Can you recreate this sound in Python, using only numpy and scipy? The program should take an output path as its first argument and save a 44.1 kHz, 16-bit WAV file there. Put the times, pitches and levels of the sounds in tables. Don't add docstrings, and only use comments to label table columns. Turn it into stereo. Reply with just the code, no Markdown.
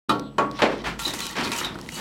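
import sys
import numpy as np
from scipy import signal
from scipy.io import wavfile

SR = 44100
rng = np.random.default_rng(int(sys.argv[2]) if len(sys.argv) > 2 else 0)


def unload_wav(signal):
    wavfile.write(
        sys.argv[1],
        SR,
        np.round(np.clip(np.atleast_2d(signal).T, -1, 1) * 32767).astype(np.int16),
    )


N = 88464
T = np.arange(N) / SR
EDGES_HZ = np.geomspace(25, 17500, 25)
CENTRES_HZ = np.sqrt(EDGES_HZ[1:] * EDGES_HZ[:-1])


def amp(db):
    return 10 ** (np.asarray(db) / 20)


def rms_one(x):
    return x / np.sqrt(np.mean(x ** 2) + 1e-20)


def at_hz(points, hz):
    points = np.array(points)
    return np.interp(np.log(hz), np.log(points[:, 0]), points[:, 1])


def in_time(points):
    return np.interp(T, *np.transpose(points))


def pan(db):
    return amp(np.array([[.5], [-.5]]) * db)


def fade(start_s, t60_s):
    return (T >= start_s) * amp(-60 * np.clip((T - start_s) / t60_s, 0, 4))


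def drift(knots_per_s):
    knots = rng.standard_normal(int(N / SR * knots_per_s) + 2)
    return rms_one(np.interp(T * knots_per_s, np.arange(len(knots)), knots))


def grains(per_s, spread_db, size=(2, 2, N)):
    sizes = amp(spread_db * np.minimum(rng.exponential(1, size), 5))
    sizes = sizes * rng.choice([-1, 1], size)
    return rms_one(sizes * (rng.random(size) < per_s / SR))


# f/Hz, side minus mid/dB
WIDTH = [(60, -25), (250, -20.5), (500, -15.5), (1000, -10), (2000, -7), (4000, -2), (12000, -0.5)]
# f/Hz, left minus right/dB
LEAN = [(60, -1.5), (300, -1.5), (1100, -2), (2000, -3), (4000, 3.5), (8000, -3), (14000, -2.5)]


def bands(source):
    out = []
    for k, hz in enumerate(CENTRES_HZ):
        band_pass = signal.butter(2, EDGES_HZ[k:k + 2], "band", fs=SR, output="sos")
        mid, side = signal.sosfilt(band_pass, source[k % 2] + 1e-18)
        width = amp(at_hz(WIDTH, hz))
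        stereo = mid + width * side * [[1], [-1]]
        out.append(stereo * pan(at_hz(LEAN, hz)) * np.sqrt(SR / 2 / (1 + width ** 2)))
    return np.array(out)


def noise_bands():
    return bands(rng.standard_normal((2, 2, N)))


def colour(split, spectrum):
    return rms_one(np.tensordot(amp(at_hz(spectrum, CENTRES_HZ)), split, 1))


def ring(drive, hz, t60_s):
    radius, step_rad = amp(-60 / (t60_s * SR)), 2 * np.pi * hz / SR
    poles = [1, -2 * radius * np.cos(step_rad), radius * radius]
    return signal.lfilter([.5, 0, -.5], poles, drive + 1e-18)


def decaying(impulses, t60_s):
    return signal.lfilter([1], [1, -amp(-60 / (t60_s * SR))], impulses + 1e-18)


def clicks(times_s, db):
    out = np.zeros(N)
    out[(times_s * SR).astype(int)] = amp(db)
    return out


def place(tone, hz):
    phase_rad = 2 * np.arctan(amp(at_hz(WIDTH, hz)))
    lag = int(phase_rad / (2 * np.pi * hz) * SR + .5)
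    return np.array([tone, np.pad(tone, (lag, 0))[:N]]) * pan(at_hz(LEAN, hz))


# t/s, blade ring level/dB, share on blade edge 0-1, then relative knock level/dB per Hz at each KNOCK_HZ
BLOWS = [(0.094, -18.5, 0.97, -55, -51, -56.5, -57, -76, -63.5, -95, -90),
         (0.3823, -15.5, 0.29, -54.5, -53.5, -52, -52.5, -65.5, -74.5, -80.5, -106),
         (0.589, -34, .2, -74, -70, -62, -59.5, -67, -72, -99, -110),
         (0.619, -38, 0.33, -54, -43.5, -47.5, -52.5, -53.5, -61, -75.5, -95)]
KNOCK_HZ = [170, 400, 750, 1200, 2100, 4000, 7000, 13000]
# f/Hz, t60/s
VAULT_T60 = [(100, 0.45), (260, 0.66), (700, 0.39), (1840, 0.32), (4850, 0.13), (12000, 0.14)]
KNOCK_LOW_HZ, KNOCK_TOP_HZ = 140, 14000
KNOCK_ATTACK_S, KNOCK_RISE_CYCLES, KNOCK_T60_S = .001, 1.8, 0.28
TAIL_DB, CRACK_DB, CRACK_T60_S = 2.5, 12, 0.024
KNOCK_GRIT_DB, KNOCK_GRIT_PER_S = 0.5, 330


def knocks():
    out = np.zeros((2, N))
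    for hz, noise in zip(CENTRES_HZ, noise_bands()):
        crack = amp(CRACK_DB) * fade(0, CRACK_T60_S) * hz / (hz + 3000)
        tail = amp(TAIL_DB) * fade(0, at_hz(VAULT_T60, hz))
        power = fade(0, KNOCK_T60_S) ** 2 + tail ** 2 + crack ** 2
        power *= np.minimum(T / (KNOCK_ATTACK_S + KNOCK_RISE_CYCLES / max(hz, 400)), 1)
        power /= (1 + (KNOCK_LOW_HZ / hz) ** 4) * (1 + (hz / KNOCK_TOP_HZ) ** 4)
        total = np.zeros(N)
        for t_s, _, _, *levels_db in BLOWS:
            start = int(t_s * SR)
            level_db = np.interp(np.log(hz), np.log(KNOCK_HZ), levels_db)
            total[start:] += power[:N - start] * amp(level_db) ** 2
        out += noise * np.sqrt(total)
    return out * amp(KNOCK_GRIT_DB * drift(KNOCK_GRIT_PER_S))


# f/Hz, level re the blow's lowest knock level/dB, t60/s
VAULT_MODES = [(138, 14, 3.2), (211, 22, 1.13), (277.3, 25.5, 0.72), (301.6, 24, 0.79), (380.2, 22, .45),
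               (482, 14, 0.32), (538, 0, 0.25), (576, 22, .5), (645, 10, 0.22)]


def vault():
    t_s, _, _, weight_db = np.transpose(BLOWS)[:4]
    return sum(place(ring(clicks(t_s, weight_db + db), hz, t60_s), hz) for hz, db, t60_s in VAULT_MODES)


# t/s, relative level/dB
GRIND = [(0.51, -50), (0.56, -34.5), (0.61, -33), (0.7, -43.5), (0.81, -36), (0.84, -49), (0.982, -64.5),
         (0.993, -26.5), (1.04, -28), (1.078, -26.5), (1.12, -35), (1.21, -28.5), (1.3, -29.5),
         (1.355, -34.5), (1.45, -23.5), (1.5, -31.5), (1.595, -25.5), (1.66, -35), (1.73, -44.5),
         (1.89, -43), (1.94, -37), (2.0, -39.5)]


def grinding():
    return amp(in_time(GRIND)) * (T > GRIND[0][0])


SNAGS_PER_S, SNAG_SPREAD_DB = 120, 1.1
CONTACT_WAVER_DB, CONTACT_WAVER_PER_S = 5.5, 22


def rubbing(grind, t60_s):
    contact = grind * amp(CONTACT_WAVER_DB * np.minimum(drift(CONTACT_WAVER_PER_S), .5))
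    gain = np.sqrt(2 * np.log(1e6) / (t60_s * SR))
    return grains(SNAGS_PER_S, SNAG_SPREAD_DB, size=N) * contact * gain


# f/Hz, relative level/dB struck on edge, struck on heel, scraped; t60/s
BLADE = [(878, -1.5, -5, -11.5, 0.17), (937, -12.5, -11, -8.5, 0.32), (1118, -4.5, 0, -6, 0.4),
         (1223, 10, -8, -13, 0.054), (1313, 0.5, -24, -27, 0.22), (1374, -6, -20, -9.5, 0.4),
         (1850, -7.5, -39, -8, 0.1), (1980, -23, -16, -9, 0.14), (2465, -9, -13.5, -11.5, 0.12),
         (3016, -9, -10, -24, 0.067), (3100, -9.5, -66, -7.5, 0.21), (3490, -2.5, -70, -12, 0.04),
         (3873, -0.5, -26, -9, 0.073), (6150, -38, -59, -28, .15), (7080, -37, -17, -23, 0.072),
         (8900, -9, -43, -19.5, 0.032)]
# t/s, click level/dB, relative ring level/dB
CATCHES = [(0.993, -46, -27.5), (1.052, -44, -30), (1.078, -27.5, -56), (1.137, -27, -60),
           (1.447, -35, -30), (1.518, -28, -25.5), (1.646, -29.5, -30.5)]
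GRIND_RING_DB = -9.5
RING_BUILD_S = 0.002
PRESSED_T60_SHARE = .45


def blade(grind):
    t_s, ring_db, edge = np.transpose(BLOWS)[:3]
    catch_s, _, catch_db = np.transpose(CATCHES)
    edge, out = np.clip(edge, 0, 1), 0
    for hz, edge_db, heel_db, scraped_db, t60_s in BLADE:
        struck = clicks(t_s, ring_db + edge * edge_db + (1 - edge) * heel_db)
        struck = ring(struck, hz, RING_BUILD_S * np.log(1000)) * 2 / (RING_BUILD_S * SR)
        pressed_t60_s = t60_s * PRESSED_T60_SHARE
        rubbed = rubbing(grind, pressed_t60_s) * amp(GRIND_RING_DB + scraped_db)
        rubbed = rubbed + clicks(catch_s, catch_db + scraped_db)
        out = out + place(ring(struck, hz, t60_s) + ring(rubbed, hz, pressed_t60_s), hz)
    return out


# t/s, relative level/dB
TREBLE = [(0.55, -17), (0.8, -24), (0.87, 9), (1.0, 3), (1.14, 0.5), (1.25, 3), (1.4, -9.5), (1.6, 3),
          (1.72, -14), (1.93, 8), (2.0, 12.5)]
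UPPER_LOW_HZ, UPPER_TOP_HZ, UPPER_T60_S = 2610, 13400, 0.13
UPPER_STRUCK_DB, UPPER_HEEL_DB, UPPER_RUBBED_DB, UPPER_CAUGHT_DB = -17.5, -23, -22.5, -13.5
UPPER_TILT_DB_PER_OCT = -7


def shimmer(grind, count=56):
    t_s, ring_db, edge = np.transpose(BLOWS)[:3]
    catch_s, _, catch_db = np.transpose(CATCHES)
    hits = clicks(t_s, ring_db + UPPER_STRUCK_DB + (1 - edge) * UPPER_HEEL_DB)
    hits = hits + clicks(catch_s, catch_db + UPPER_CAUGHT_DB)
    bright_grind = grind * amp(in_time(TREBLE))
    out = 0
    for hz in np.linspace(UPPER_LOW_HZ, UPPER_TOP_HZ, count) + rng.normal(0, 70.7, count):
        rubbed = rubbing(bright_grind, UPPER_T60_S) * amp(UPPER_RUBBED_DB)
        level_db = UPPER_TILT_DB_PER_OCT * np.log2(hz / UPPER_LOW_HZ) + rng.normal(0, 1.4, (2, 1))
        out = out + place(ring(hits + rubbed, hz, UPPER_T60_S), hz) * amp(level_db)
    return out


SQUEAL_ATTACK_S, SQUEAL_T60_S = 0.0078, .2


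def rough_tone(t_s, length_s, db, hz, sag_hz_per_s, pan_db, width_hz):
    phase = 2 * np.pi * np.cumsum(hz - sag_hz_per_s * np.clip(T - t_s, 0, .15)) / SR
    tone = rms_one(drift(width_hz) * np.cos(phase) + drift(width_hz) * np.sin(phase))
    held = np.clip((T - t_s) / SQUEAL_ATTACK_S, 0, 1) * (T < t_s + length_s)
    envelope = held + fade(t_s + length_s, SQUEAL_T60_S)
    return place(tone * envelope * amp(db), hz) * pan(pan_db - at_hz(LEAN, hz))


# t/s, length/s, level/dB, start f/Hz, sag/Hz per s, pan/dB
SQUEALS = [(1.046, 0.011, -26, 3900, 503, 4), (1.073, 0.0093, -30, 3880, 1002, 7),
           (1.213, 0.0067, -31, 4100, 964, 5), (1.432, 0.0071, -30.5, 4450, 997, 6),
           (1.518, .008, -32, 2500, 0, -4), (1.58, 0.028, -38, 3000, 0, -5),
           (1.638, 0.013, -27.5, 3800, 2000, 4.5), (1.95, 0.014, -40, 4480, 0, 2)]


def squeals():
    return sum(rough_tone(*row, width_hz=520) for row in SQUEALS)


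STUTTER_DB, STUTTER_PER_S, STUTTER_T60_S = -10.5, 28, 0.016


def stutter():
    jumps = (rng.random(N) < STUTTER_PER_S / SR) * rng.random(N)
    return rms_one(1 + amp(STUTTER_DB) * rms_one(decaying(jumps, STUTTER_T60_S)))


# f/Hz, relative level/dB per Hz
GRIND_SPECTRUM = [(300, -32), (700, -6), (1100, -1), (1600, -6.5), (2500, -2), (4000, -2.5), (6500, -2.5),
                  (10000, -10.5), (15500, -16.5)]
GRIND_DB, GRIND_FLUTTER_DB, GRAINS_PER_S, GRAIN_SPREAD_DB = -6, 1, 7000, 3.2
COARSE_PER_S, COARSE_SPREAD_DB, COARSE_DB, COARSE_T60_S = 150, -1, -7.5, 0.008
TREBLE_FROM_HZ, RASP_PATCHY_DB, CATCH_T60_S = 6500, 2.0, 0.14


def rasp(grind):
    crush = decaying(np.abs(grains(COARSE_PER_S, COARSE_SPREAD_DB, size=N)), COARSE_T60_S)
    coarse = amp(COARSE_DB) * rms_one(crush) * rng.standard_normal((2, 2, N))
    split = bands(grains(GRAINS_PER_S, GRAIN_SPREAD_DB) + coarse)
    split[CENTRES_HZ > TREBLE_FROM_HZ] *= amp(in_time(TREBLE))
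    split *= np.array([[amp(RASP_PATCHY_DB * drift(70))] for _ in CENTRES_HZ])
    bursts = sum(amp(db) * fade(t_s, CATCH_T60_S) for t_s, db, _ in CATCHES)
    pressure = amp(GRIND_DB + GRIND_FLUTTER_DB * drift(150)) * grind * stutter()
    return colour(split, GRIND_SPECTRUM) * np.hypot(pressure, bursts)


# t/s, length/s, patter level/dB, thud level/dB
SHOWERS = [(0.694, .03, -34.5, -59), (0.838, 0.034, -24.5, -38), (1.052, 0.076, -40, -36.5),
           (1.352, 0.056, -25.5, -30.5), (1.436, 0.035, -33, -35.5), (1.52, 0.043, -37, -56),
           (1.582, 0.093, -33, -41.5), (1.96, 0.036, -34.5, -36)]
# f/Hz, relative level/dB per Hz
PATTER = [(150, -11), (400, -3.5), (1000, 5), (2200, 2), (4200, -6), (7000, -18), (15000, -34)]
# f/Hz, relative level/dB per Hz
THUD = [(50, -11), (130, -11), (250, -0.5), (450, -6.5), (900, -22), (4000, -53)]
SHOWER_ATTACK_S, SHOWER_T60_S, THUD_T60_S = 0.035, .3, 0.82
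CRUMBS_PER_S, CRUMB_SPREAD_DB = 5000, 2


def mortar():
    patter = colour(bands(grains(CRUMBS_PER_S, CRUMB_SPREAD_DB)), PATTER)
    thud = colour(noise_bands(), THUD)
    patter_power, thud_power = 0, 0
    for t_s, length_s, patter_db, thud_db in SHOWERS:
        end_s = t_s + length_s
        held = np.clip((T - t_s) / SHOWER_ATTACK_S, 0, 1) * (T < end_s)
        patter_power += amp(patter_db) ** 2 * (held + fade(end_s, SHOWER_T60_S) ** 2)
        thud_power += amp(thud_db) ** 2 * (held + fade(end_s, THUD_T60_S) ** 2)
    return patter * np.sqrt(patter_power) + thud * np.sqrt(thud_power)


TICK_CYCLES = 42.5
TICK_WIDTH = .25


def small_contacts(rows):
    out = 0
    for t_s, db, hz, pan_db in rows:
        resonance_t60_s = np.log(1000) / (np.pi * TICK_WIDTH * hz)
        mid, side = rms_one(ring(rng.standard_normal((2, N)), hz, resonance_t60_s))
        stereo = mid + amp(at_hz(WIDTH, hz)) * side * [[1], [-1]]
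        out = out + stereo * amp(db) * fade(t_s, TICK_CYCLES / hz) * pan(pan_db)
    return out


# t/s, level/dB, centre f/Hz, pan/dB
BUMPS = [(0.868, -28, 170, -1), (1.066, -32, 302, -2), (1.705, -35.5, 295, -1.8), (1.925, -39, 148, -1)]


def bumps():
    return small_contacts(BUMPS)


# t/s, level/dB, centre f/Hz, pan/dB
TICKS = [(0.196, -29.5, 4260, 0), (0.466, -46, 3160, 5), (0.5135, -36, 3900, -9), (0.592, -26.5, 950, 2),
         (0.603, -30, 880, -5), (0.718, -40, 2000, 6), (0.782, -43, 4167, 9), (0.842, -41, 2600, 1),
         (1.518, -19, 3600, 1), (1.614, -25, 1070, -8), (1.647, -21, 3150, -1), (1.755, -34.5, 1360, 10),
         (1.788, -35, 3900, 9), (1.7885, -33.5, 1110, -4), (1.813, -34, 4800, 14), (1.862, -39.5, 2800, 5),
         (1.889, -26, 2240, 8), (1.8893, -38, 6000, 1)]


def ticks():
    return small_contacts(TICKS)


# t/s, length/s, level/dB, start f/Hz, sag/Hz per s, pan/dB
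FAR_SWISH = (0.205, .075, -53, 4050, 6000, 3)


def far_swish():
    return rough_tone(*FAR_SWISH, width_hz=1500)


# f/Hz, relative level/dB per Hz
AIR = [(25, -27), (60, -11), (114, -3), (200, 1.5), (300, -2.5), (500, -11.5), (800, -15.5), (1130, -17.5),
       (1700, -28), (3700, -28), (7000, -40), (12900, -42.5), (16000, -54)]
# t/s, level re AIR_DB/dB
AIR_SWELL = [(0.1, 8.5), (0.3, -6), (0.55, 0.5), (0.8, -3.5), (1.2, -3), (1.62, -3), (1.76, 5), (1.87, 0.5),
             (2.0, -4)]
# t/s, level/dB
RUMBLE = [(0.1, -56), (0.78, -47), (0.87, -42), (1.02, -44), (1.15, -51), (1.55, -58), (1.65, -46.5),
          (2.0, -56)]
AIR_DB, AIR_START_S, RUMBLE_HZ = -41, 0.0857, 52
WHINE_HZ, WHINE_DB, WHINE_T60_S = 7900, -69.5, 0.083


def background():
    air = amp(AIR_DB + in_time(AIR_SWELL)) * colour(noise_bands(), AIR)
    hum = amp(in_time(RUMBLE)) * rms_one(np.sin(2 * np.pi * RUMBLE_HZ * T + .5 * drift(8)))
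    whine = amp(WHINE_DB) * rms_one(ring(rng.standard_normal((2, N)), WHINE_HZ, WHINE_T60_S))
    fade_in = np.clip((T - AIR_START_S) / 0.0055, 0, 1)
    return (air + place(hum, RUMBLE_HZ) + whine) * fade_in


def scene():
    grind = grinding()
    masonry = knocks() + vault() + bumps()
    steel = blade(grind) + shimmer(grind) + squeals()
    debris = rasp(grind) + mortar() + ticks()
    return masonry + steel + debris + far_swish() + background()


LOW_CUT_HZ, TOP_CUT_HZ = 44, 16000


def record(dry):
    low_cut = signal.butter(3, LOW_CUT_HZ, "high", fs=SR, output="sos")
    top_cut = signal.ellip(10, .3, 80, TOP_CUT_HZ, fs=SR, output="sos")
    return signal.sosfilt(top_cut, signal.sosfilt(low_cut, dry))


dry = scene()
out = record(dry)
unload_wav(out)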